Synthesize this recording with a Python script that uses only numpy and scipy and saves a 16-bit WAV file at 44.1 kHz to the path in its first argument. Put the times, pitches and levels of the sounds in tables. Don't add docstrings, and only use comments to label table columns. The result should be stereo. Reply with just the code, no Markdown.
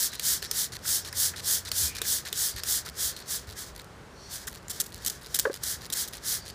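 import sys
import numpy as np
from scipy import signal
from scipy.fft import rfft, irfft
from scipy.io import wavfile
from scipy.ndimage import uniform_filter1d

SR = 44100
rng = np.random.default_rng(int(sys.argv[2]) if len(sys.argv) > 2 else 0)


def pcm_store(signal):
    levels = np.round(np.clip(np.atleast_2d(signal), -1, 1) * 32767)
    wavfile.write(sys.argv[1], SR, levels.astype(np.int16).T)


N = 288414
T = np.arange(N) / SR


def gain(db):
    return 10 ** (np.asarray(db) / 20)


def unit(x):
    return x / np.sqrt(np.mean(x ** 2))


def gain_at(points, hz):
    frequencies, db = np.transpose(points)
    return gain(np.interp(np.log(hz + 1e-3), np.log(frequencies), db))


def colour(x, points, size=8192):
    gains = unit(gain_at(points, np.fft.rfftfreq(size, 1 / SR)))
    cepstrum = irfft(np.log(gains))
    cepstrum[1:size // 2] *= 2
    cepstrum[size // 2 + 1:] = 0
    return signal.fftconvolve(x, irfft(np.exp(rfft(cepstrum))))[:len(x)]


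def ring(x, hz, width_hz):
    return signal.lfilter(*signal.iirpeak(hz, hz / width_hz, fs=SR), x) * np.sqrt(SR / np.pi / width_hz)


def noise():
    return rng.standard_normal(N)


def band(hz, width_hz):
    return unit(ring(ring(noise(), hz, width_hz), hz, width_hz))


def wander(rate):
    step = max(int(SR / rate), 1)
    return unit(uniform_filter1d(np.repeat(noise()[:N // step + 1], step)[:N], step))


def swell(s, half_s, power=2):
    hump, away = np.zeros(N), np.abs(T - s) / half_s
    near = away < 4
    hump[near] = np.exp(-2 * away[near] ** power)
    return hump


# frequency_hz, level_db
GARDEN_COLOUR = [(20, -36), (40, -8), (70, -7), (150, -6.5), (300, -15), (400, -10.5), (700, -17),
                 (1500, -17.5), (2400, -26.5), (5000, -30.5), (9000, -36), (12000, -43), (15000, -45)]

def garden(air_db=-49, breeze_db=-55, gust_db=2, hum_hz=91, hum_db=-52):
    air = colour(noise(), GARDEN_COLOUR) * gain(air_db + 0.5 * wander(6))
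    breeze = band(65, 59) * gain(breeze_db + gust_db * wander(14))
    hum = np.sqrt(2) * np.sin(2 * np.pi * np.cumsum(hum_hz + 0.68 * wander(4.6)) / SR)
    return air + breeze + hum * gain(hum_db) * swell(1.5, half_s=0.74, power=12)


# middle_s, half_length_s, level_db
WING_PUFFS = [(0.737, 0.023, -41), (1.84, .057, -39), (2.561, 0.021, -35), (3.066, 0.069, -48.5),
              (3.496, 0.032, -43)]

def wings():
    return band(78, 49) * sum(gain(db) * swell(s, half_s) for s, half_s, db in WING_PUFFS)


# start_s, first_pitch_hz, last_pitch_hz, level_db
SQUEAK_NOTES = [(5.452, 517, 410, -22.5), (5.467, 438, 564, -23.5), (5.496, 335, 547, -27)]
# frequency_hz, level_db
THROAT_COLOUR = [(700, 0), (1060, -12.5), (1170, 6), (1300, -10), (1550, -2.5), (1800, -1.5), (2000, -21),
                 (2400, -33), (4000, -32)]

def parrot(attack_s=0.0033, note_s=0.015, glide_s=0.0131, onset_s=0.0038):
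    out, age = np.zeros(N), T[:SR // 10]
    ease = lambda length_s: np.sin(np.pi / 2 * np.minimum(age / length_s, 1)) ** 2
    fade = ease(attack_s) * np.exp(-(age / note_s) ** 2)
    waver = 1 + 0.031 * wander(500)
    rasp = gain(-15) * band(1550, 600)
    since_start = np.clip(T - SQUEAK_NOTES[0][0], 0, 1)
    brightness = gain(-14) + gain(12) * np.exp(-since_start / onset_s)
    for s, first_hz, last_hz, db in SQUEAK_NOTES:
        span = int(s * SR) + np.arange(len(age))
        hz = first_hz + (last_hz - first_hz) * ease(glide_s)
        phase = 2 * np.pi * np.cumsum(hz * waver[span]) / SR
        overtones = sum(gain_at(THROAT_COLOUR, k * hz) * np.sin(k * phase) for k in range(2, 8))
        voice = np.sin(phase) + brightness[span] * (overtones + rasp[span])
        out[span] += np.sqrt(2) * gain(db) * fade * voice
    return out


# start_s, pitch_hz
BUBBLES = [(.852, 1410), (1.127, 1720), (1.337, 1570), (2.049, 1560), (2.258, 1820), (2.867, 1280),
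           (4.475, 1530)]

def gurgles(level_db=-39, life_s=0.0037, rise=0.061):
    out = np.zeros(N)
    waver = 1 + 0.027 * wander(700)
    froth = gain(-3) * band(1580, 1170)
    for s, hz in BUBBLES:
        span = int(s * SR) + np.arange(int(10 * life_s * SR))
        lives = (span - span[0]) / SR / life_s
        phase = 2 * np.pi * np.cumsum(hz * waver[span] * (1 + rise * lives)) / SR
        out[span] += lives * np.exp(1 - lives) * (np.sin(phase) + froth[span])
    return gain(level_db) * out


# time_s, water_share (0 is all air, 1 is all water)
PUMP_FILL = [(0, 0.85), (2.6, 1), (3.15, 0.37), (3.6, 0), (4.5, 0), (5.3, .15), (5.7, 0.31), (6.5, 0.42)]

def water(s):
    return np.clip(np.interp(s, *np.transpose(PUMP_FILL)), 0, 1)


def by_fill(s, empty_and_full):
    return np.interp(water(s), [0, 1], empty_and_full)


# middle_s, pitch_hz
VENT_WHISTLES = [(.13, 4120), (.478, 5400), (1.03, 5400), (1.936, 2400), (2.558, 4640), (3.17, 4280),
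                 (4.27, 4400), (4.275, 5700), (6.465, 4640)]

def vent(half_s=0.145, level_db=(-53, -48)):
    out = np.zeros(N)
    for s, hz in VENT_WHISTLES:
        whistle = gain(-2) * band(hz, width_hz=0.088 * hz)
        hiss = gain(-4.5) * band(hz, width_hz=hz)
        out += gain(by_fill(s, level_db)) * swell(s, half_s) * (whistle + hiss)
    return out


# frequency_hz, level_db
TICK_COLOUR = [(300, -16.5), (1000, -9.5), (1800, -3.5), (2800, -6), (4000, 1.5), (6000, -5.5),
               (10000, -3.5), (15000, -10)]

def rattle(within_s=0.11, level_db=(-47, -41), scatter_db=2, decay_s=0.0018, count=2):
    taps = np.zeros(N)
    for peak_s, _, _, wait_s in SQUEEZES:
        times = peak_s + wait_s + within_s * rng.random(size=count)
        db = by_fill(peak_s, level_db) - scatter_db * rng.standard_normal(count)
        taps[(times * SR).astype(int) % N] = gain(db)
    fades = signal.lfilter([1], [1, -np.exp(-1 / (decay_s * SR))], taps + 1e-18)
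    return colour(noise() * fades, TICK_COLOUR)


# frequency_hz, level_db
SLURP_COLOUR = [(500, -30), (1800, 2.5), (2400, -11.5), (3000, -6.5), (4200, 3), (5400, -0.5), (7000, -5),
                (10000, -11.5), (15000, -22)]

def pump(return_s=(0.07, 0.044), level_db=(-48, -38), slurp_share=(0.22, 0.54),
         slips_per_s=(130, 240), scatter_db=(4.5, 3), decay_s=0.00085, edge_s=0.0014, churn_db=3):
    slips, suction = np.zeros(N), np.zeros(N)
    for peak_s, _, _, wait_s in SQUEEZES:
        s = peak_s + wait_s
        length_s, wet = by_fill(s, return_s), by_fill(s, slurp_share)
        level = gain(by_fill(s, level_db))
        count = int(length_s * by_fill(s, slips_per_s))
        nudges, sizes = rng.random(size=64)[:count], rng.uniform(-2, 2, size=64)[:count]
        times = s + length_s * (np.arange(count) + nudges - nudges[0]) / count
        shares = unit(gain(by_fill(s, scatter_db) * sizes)) ** 2 / count
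        energy = shares * length_s * SR * level ** 2 * (1 - wet)
        np.add.at(slips, np.minimum((times * SR).astype(int), N - 1), energy)
        gate = np.clip(np.minimum(T - s, s + length_s + edge_s - T) / edge_s, 0, 1)
        suction += level * np.sqrt(wet) * gate
    keep = np.exp(-2 / (decay_s * SR))
    fades = np.sqrt(signal.lfilter([1 - keep], [1, -keep], slips))
    ticks = colour(noise() * fades, TICK_COLOUR)
    slurp = colour(noise() * suction * unit(gain(churn_db * wander(260))), SLURP_COLOUR)
    return ticks + slurp


# start_s, level_db,
# ring_hz
TRIGGER_CLICKS = [(0.196, -21.5, 4400), (.426, -26.5, 4270), (0.5122, -16, 5430), (1.1274, -32, 5100),
                  (1.7162, -18, 4400), (1.952, -32.5, 4500), (2.0166, -17.5, 3770), (2.3277, -21, 3280),
                  (2.635, -22, 5400), (2.861, -33, 5000), (3.164, -37.5, 4200), (4.682, -35, 7100),
                  (5.541, -29.5, 5030), (5.901, -27.5, 3930), (6.134, -31, 4100)]
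# frequency_hz, level_db
CLICK_COLOUR = [(150, -39.5), (430, -4), (850, -15), (1800, -0.5), (2200, -7), (3400, -3.5), (5600, -4.5),
                (8500, -2.5), (15000, -6)]

def trigger(attack_s=0.00023, decay_s=0.0019, tail_s=0.036, tail_db=-22, knock_hz=440, knock_s=0.0071):
    cracks, knocks, age = np.zeros(N), np.zeros(N), T[:SR // 4]
    attack = np.minimum(age / attack_s, 1) ** 2
    fade = attack * (np.exp(-age / decay_s) + gain(tail_db) * np.exp(-age / tail_s))
    knock = gain(-21) * np.sin(2 * np.pi * knock_hz * age) * np.exp(-age / knock_s)
    for s, db, hz in TRIGGER_CLICKS:
        span = int(s * SR) + np.arange(len(age))
        crack = rng.standard_normal(len(age)) * fade
        cracks[span] += gain(db) * (crack + gain(-5) * ring(crack, hz, width_hz=650))
        knocks[span] += gain(db) * knock
    return colour(cracks, CLICK_COLOUR) + knocks


# start_s, length_s, level_db
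NOZZLE_SPITS = [(4.47, 0.017, -33), (4.697, 0.02, -29), (4.8, 0.016, -24), (4.861, .009, -44),
                (5.047, 0.0096, -35), (5.061, 0.024, -28.5), (5.098, 0.0093, -34.5), (5.343, 0.024, -24.5),
                (5.388, 0.0158, -24), (5.634, 0.0065, -25), (5.924, 0.015, -28.5), (6.076, .012, -37.5)]
# frequency_hz, level_db
SPIT_COLOUR = [(200, -8.5), (900, -22), (1700, -6), (2400, -14), (3200, -2.5), (5200, 0), (7300, 2.5),
               (11500, -1.5), (14500, -2.5)]

def spits(edge_s=0.00048, tail_s=0.029, tail_db=-15, sputter_db=3.5, dribble_s=0.0033, dribble_db=-16):
    blasts, age = np.zeros(N), T[:SR // 4]
    for s, length_s, db in NOZZLE_SPITS:
        after = np.maximum(age - length_s, 0)
        fade = np.maximum(np.exp(-after / edge_s), gain(tail_db) * np.exp(-after / tail_s))
        burst = np.minimum(age / edge_s, 1) * fade
        late_s = length_s + 0.05 * rng.random()
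        dribble = gain(dribble_db) * (age > late_s) * (age < late_s + dribble_s)
        blasts[int(s * SR) + np.arange(len(age))] += gain(db) * np.maximum(burst, dribble)
    return colour(noise() * blasts * gain(sputter_db * wander(600)), SPIT_COLOUR)


# peak_s, half_length_s, level_db, wait_s (until the piston springs back)
SQUEEZES = [(0.026, 0.07, -25, 0.093), (0.302, .088, -24.5, 0.12), (0.601, .075, -26.5, 0.12),
            (.928, 0.087, -25, 0.12), (1.231, .083, -24, 0.13), (1.521, 0.087, -24.5, 0.13),
            (1.82, 0.091, -25, 0.13), (2.121, 0.09, -25.5, 0.13), (2.432, 0.097, -26, 0.13),
            (2.73, .085, -25.5, 0.12), (3.046, 0.083, -27, 0.12), (3.332, 0.063, -29.5, 0.14),
            (3.601, 0.047, -35, 0.15), (4.344, 0.05, -34, .178), (4.752, 0.069, -40, 0.17),
            (5.083, 0.11, -42.5, 0.13), (5.383, 0.12, -41, 0.13), (5.694, 0.072, -29.5, .115),
            (5.997, 0.065, -28, .13), (6.314, 0.081, -27.5, 0.14)]
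# frequency_hz, level_db
MIST_COLOUR = [(300, -24.5), (1000, -19), (2000, -35), (2650, -19.5), (3200, -5.5), (4000, -3.5), (5200, 0),
               (7200, -0.5), (10500, -1.5), (13500, -5.5), (15300, -3)]

def mist(flutter_db=1.08, cushion_lag_s=0.074, hollow_hz=1680, split_hz=6500, full_flow_db=-26):
    flow = np.zeros(N)
    for s, half_s, db, _ in SQUEEZES:
        stroke = swell(s, half_s, power=2.89) + gain(-23) * swell(s, 2.47 * half_s)
        cushion = gain(-8) * (1 - water(s)) ** 4 * swell(s + cushion_lag_s, half_s=0.061)
        flow += gain(db) * (stroke + cushion)
    hiss = colour(noise() * gain(flutter_db * wander(500)), MIST_COLOUR)
    low = signal.sosfiltfilt(signal.butter(2, split_hz, fs=SR, output="sos"), hiss)
    high = (hiss - low) * gain(0.74) * (flow / gain(full_flow_db)) ** 0.53
    hollow = band(hollow_hz, 800) * flow ** 0.59 * gain(-31 + wander(27))
    return (low + high) * flow + hollow


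def scene():
    bottle = mist() + pump() + trigger() + rattle() + spits() + vent() + gurgles()
    mono = bottle + wings() + parrot() + garden()
    return np.array([mono, mono])


def record(dry, bass_hz=34, ceiling_db=-9, top_hz=15400):
    thin = signal.sosfilt(signal.butter(2, bass_hz, "highpass", fs=SR, output="sos"), dry)
    rounded = gain(ceiling_db) * np.tanh(thin / gain(ceiling_db))
    return signal.sosfilt(signal.ellip(12, 0.2, 70, top_hz, fs=SR, output="sos"), rounded)


dry = scene()
out = record(dry)
pcm_store(out)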